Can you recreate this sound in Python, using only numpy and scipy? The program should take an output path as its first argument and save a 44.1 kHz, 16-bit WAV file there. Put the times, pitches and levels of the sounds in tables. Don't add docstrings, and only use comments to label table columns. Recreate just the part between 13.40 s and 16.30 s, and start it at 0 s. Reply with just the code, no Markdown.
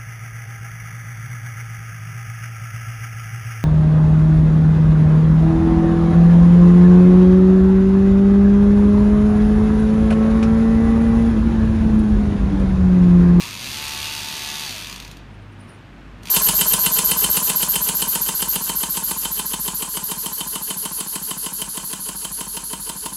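import sys
import numpy as np
from scipy import signal
from scipy.fft import rfft, irfft, next_fast_len
from scipy.io import wavfile
from scipy.ndimage import map_coordinates

SR = 44100
rng = np.random.default_rng(int(sys.argv[2]) if len(sys.argv) > 2 else 0)


def generate_wav(signal):
    frames = np.transpose(np.atleast_2d(signal))
    scaled = np.clip(frames, -1, 1) * 32767
    pcm = np.round(scaled).astype(np.int16)
    wavfile.write(sys.argv[1], SR, pcm)


def gain_from_db(level_db):
    decades = np.asarray(level_db, float) / 20
    return 10 ** decades


N = 127890
T = np.arange(N) / SR

# time_s, speed_turns_per_s
CRANK_SPEED = [(0, 64.92), (.08, 55.5), (.155, 41.98), (.21, 60.25), (.28, 69.68), (.39, 73.32),
               (.6, 74.01), (.9, 74.25), (1.245, 74.28), (1.33, 57.05), (1.45, 41.53), (1.58, 25.12),
               (1.7, 13.7), (1.82, 0), (2.792, 0), (2.865, 30.5), (2.9, 49)]
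# time_s, bite_share, gear_tone_load_db, panel_looseness_db, drive_play_db
CONTACT = [(0, 0.36, -40, -1.5, 1.5), (.07, 0.2, -40, -11, -1.5), (.11, 0.5, -40, -11, -0.5),
           (.2, 0.2, -40, -7.5, -1.5), (.33, 0.8, -10, -23, 0), (.39, 0.76, 3, -6, -0.5),
           (.6, 1.1, -0.5, -27, 1), (.9, 1, -0.5, -26, -0.5), (1.24, 0.99, 2, -26, 0),
           (1.3, 0.7, -1, -14, -0.5), (1.4, .1, -11, -12, -0.5), (1.5, 0.7, -30, -10, 1.5),
           (1.62, 0.7, -40, -5.5, -1), (1.8, 0, -45, -14, -3), (2.822, .1, -40, -14, -14),
           (2.832, 0, -40, -12, -6), (2.858, 0, -40, -3.5, 0), (2.9, 0, -30, -5, -0.5)]
# centre_hz, width_hz, level_db
HOUSING_MODES = [(2600, 290, -2.5), (3390, 690, -1.5), (3855, 470, 2), (4630, 240, -2), (6350, 900, -6.5),
                 (9100, 360, -6), (11900, 880, -3.5)]
# centre_hz, width_hz, level_db
PANEL_MODES = [(945, 30, 4), (1150, 120, -3), (2480, 250, -2)]
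# frequency_hz, density_db_per_hz
RATTLE_COLOUR = [(300, -13), (1200, -9), (2600, -4.5), (4200, 0.5), (6500, -2), (7800, -8.5), (9300, -7),
                 (15000, -19.5)]
# frequency_hz, density_db_per_hz
GEAR_COLOUR = [(300, -30), (900, 1), (2000, 6), (2650, 4), (4600, -1.5), (6600, 0.5), (7600, -2.5),
               (15000, -0.5)]
# centre_hz, width_hz, level_db
GEAR_MODES = [(2680, 400, 1.5), (3930, 250, 7.5), (4660, 270, 10), (6650, 250, -2), (9060, 360, 4)]
# crank_multiple, rms_db
GEAR_TONES = [(5, -57), (10, -58), (11, -59), (12, -46), (13, -56), (15, -51), (16, -54), (23, -58),
              (27, -56), (32, -54), (33, -52), (35, -51), (36, -50), (38, -52)]
# start_s, level_db
FOOT_BUMPS = [
    (0.346, -35),
    (0.452, -32.5),
    (0.509, -38),
    (0.591, -28),
]
# centre_s, level_db
BAND_RATTLES = [(1.92, -76), (1.945, -72), (2.022, -72), (2.124, -70), (2.208, -60), (2.245, -65),
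                (2.29, -55), (2.31, -65), (2.342, -62), (2.362, -76), (2.4, -73)]
# frequency_hz, density_db_per_hz
LINK_RUSTLE = [(1000, -20), (2500, -7), (5500, 9), (7500, -24), (12000, -6), (15000, -12)]
# time_s, first_tone_db, second_tone_db
HUM_LEVELS = [(0.0, -42, -48), (0.05, -61.5, -45), (0.25, -47, -53.5), (0.35, -55, -50), (0.42, -50, -48.5),
              (0.85, -50, -44.5), (1.0, -64, -76), (1.03, -49, -51), (1.25, -56, -66), (1.32, -51, -43.5),
              (1.62, -43, -56), (1.99, -44.5, -42), (2.24, -59, -44), (2.29, -59, -47), (2.56, -45, -50),
              (2.64, -45, -71), (2.73, -41, -49), (2.9, -48, -49)]
# first_hz, second_hz
HUM_PITCHES = (49.4, 99.8)
# frequency_hz, density_db_per_hz
ROOM_COLOUR = [(30, -11.5), (120, 0), (256, -3), (450, -14), (1500, -16), (2700, -21), (4500, -32),
               (15500, -54)]
# frequency_hz, t60_s
ROOM_DECAY = [(300, 0.96), (3000, 0.5), (12000, 0.14)]


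def unit(x):
    return x / np.sqrt(np.mean(x ** 2) + 1e-20)


def along(points, hz):
    f, v = np.transpose(points)
    return np.interp(np.log(hz + 1), np.log(f + 1), v)


def curves(rows):
    s, *columns = np.transpose(rows)
    return [np.interp(T, s, column) for column in columns]


def wobble(knots_per_s):
    knots = rng.standard_normal(int(N * 200 / SR) + 4)
    return map_coordinates(knots, [T * knots_per_s])


def filtered(x, response):
    m = next_fast_len(N + SR // 2)
    hz = np.fft.rfftfreq(m, 1 / SR)
    return irfft(rfft(x, m) * response(hz), m)[:N]


def noise(spectrum):
    points = [(15, -90)] + list(spectrum)
    return unit(filtered(rng.standard_normal(N), lambda hz: gain_from_db(along(points, hz))))


def resonances(modes):
    def response(f):
        total = 0
        for k, (centre, width, db) in enumerate(modes):
            damping = 1j * f * width
            total = total + (-1) ** k * gain_from_db(db) * damping / (centre * centre - f * f + damping)
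        return total
    return response


def crank_blows(turns, speed_db, bite, play_db):
    cut_stroke_db, return_stroke_db = 2.5, -6
    knock_grows, rattle_grows = 0.39, 0.14
    jitter_s, scatter_db, lead_s = .00005, 1.1, .0006
    at = np.flatnonzero(np.diff(np.floor(2 * turns)))
    chance = rng.standard_normal((len(at), 3))
    cutting = np.floor(2 * turns[at + 1]) % 2
    stroke_db = np.where(cutting, cut_stroke_db, return_stroke_db) * bite[at]
    force_db = stroke_db + knock_grows * speed_db[at] + play_db[at]
    shift = np.round(SR * (jitter_s * chance[:, 0] - lead_s)).astype(int)
    knocks, shakes = np.zeros(N), np.zeros(N)
    knocks[np.clip(at + shift, 0, N - 1)] = gain_from_db(force_db + scatter_db * chance[:, 1])
    shakes[at] = gain_from_db(force_db + rattle_grows * speed_db[at] + scatter_db * chance[:, 2])
    return knocks, shakes


def housing_ring(knocks):
    touch_s, touch_share, blow_hz = .00065, .35, 7300

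    def response(f):
        blow = 1 / (1 + 1j * f / blow_hz) ** 2
        touch = 1 + touch_share * np.exp(2j * np.pi * f * touch_s)
        return resonances(HOUSING_MODES)(f) * blow * touch
    return gain_from_db(3) * filtered(knocks, response)


def panel_ring(knocks, loose_db):
    return gain_from_db(7) * filtered(knocks * gain_from_db(loose_db), resonances(PANEL_MODES))


def parts_rattle(shakes):
    t60_s, rise_s = 0.02, 0.00067
    t = T[:SR // 10]
    burst = gain_from_db(-60 * t / t60_s) * (1 - np.exp(-t / rise_s))
    return gain_from_db(-27) * signal.fftconvolve(shakes, burst)[:N] * noise(RATTLE_COLOUR)


def gear_hiss(speed_db, bite, play_db):
    gear_db, grows_db_per_db, bite_db = -37, 1.2, -1
    hiss = unit(filtered(noise(GEAR_COLOUR), lambda f: 1 + np.abs(resonances(GEAR_MODES)(f))))
    level_db = gear_db + np.minimum(play_db, 0) + grows_db_per_db * speed_db + bite_db * bite
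    unsteady_db = 1.8 * wobble(150) + 0.35 * wobble(12.5)
    return gain_from_db(level_db + unsteady_db) * hiss


def cutter():
    start_turn, full_speed = .133, 74
    speed, = curves(CRANK_SPEED)
    bite, _, loose_db, play_db = curves(CONTACT)
    turns = start_turn + np.cumsum(speed) / SR
    speed_db = 20 * np.log10(speed / full_speed + 1e-4)
    knocks, shakes = crank_blows(turns, speed_db, bite, play_db)
    struck = housing_ring(knocks) + panel_ring(knocks, loose_db)
    return struck + parts_rattle(shakes) + gear_hiss(speed_db, bite, play_db)


def whine():
    mesh_order = 12
    bite, load_db, *_ = curves(CONTACT)
    turns = np.cumsum(curves(CRANK_SPEED)[0]) / SR
    tones = np.zeros(N)
    for order, db in GEAR_TONES:
        level = gain_from_db(db + 2.5 * wobble(7) + 1.5 * wobble(30))
        share = 1 if order == mesh_order else bite ** 2
        phase = 2 * np.pi * (order * turns + rng.random()) + .015 * order * wobble(22)
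        tones += level * share * np.sin(phase)
    return np.sqrt(2) * gain_from_db(load_db) * tones


def bumps():
    pitch_hz, t60_s, rise_s = 73.5, 0.16, .006
    total = np.zeros(N)
    for start_s, db in FOOT_BUMPS:
        age = np.clip(T - start_s, 0, None)
        level = gain_from_db(db - 60 * age / t60_s) * (1 - np.exp(-age / rise_s))
        total += level * np.sin(2 * np.pi * pitch_hz * age)
    return total


def wristband():
    centre_hz, width_hz, swell_s, rustle_db = 9420, 230, 0.011, -7
    swell = sum(gain_from_db(db) * np.exp(-.5 * ((T - s) / swell_s) ** 2) for s, db in BAND_RATTLES)
    ring = filtered(rng.standard_normal(N), lambda hz: np.exp(-.5 * ((hz - centre_hz) / width_hz * 2) ** 2))
    return swell * (unit(ring) + gain_from_db(rustle_db) * noise(LINK_RUSTLE))


def room(x):
    hz, t, z = signal.stft(rng.standard_normal(SR // 2), SR, nperseg=256)
    decay = gain_from_db(-60 * t / along(ROOM_DECAY, hz)[:, None])
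    tail = signal.istft(z * decay, SR, nperseg=256)[1]
    delayed = np.pad(x, (130, 0))
    return signal.fftconvolve(delayed, tail / np.linalg.norm(tail))[:N]


def background():
    hum = np.zeros(N)
    for hz, db in zip(HUM_PITCHES, curves(HUM_LEVELS)):
        hum += np.sqrt(2) * gain_from_db(db) * np.sin(2 * np.pi * hz * T + 1.5 * wobble(2.73))
    return hum + gain_from_db(-43 + 0.83 * wobble(7.33)) * noise(ROOM_COLOUR)


def scene():
    tool = cutter()
    reverberant = gain_from_db(-4) * room(tool)
    return (tool + reverberant + whine() + bumps() + wristband() + background())[None]


def low_pass(x):
    return signal.sosfilt(signal.butter(12, 15690, fs=SR, output="sos"), x)


def record(dry):
    top_hz = 15330
    mix = filtered(dry[0], lambda hz: hz < top_hz)[None]
    return low_pass(mix)


dry = scene()
out = record(dry)
generate_wav(out)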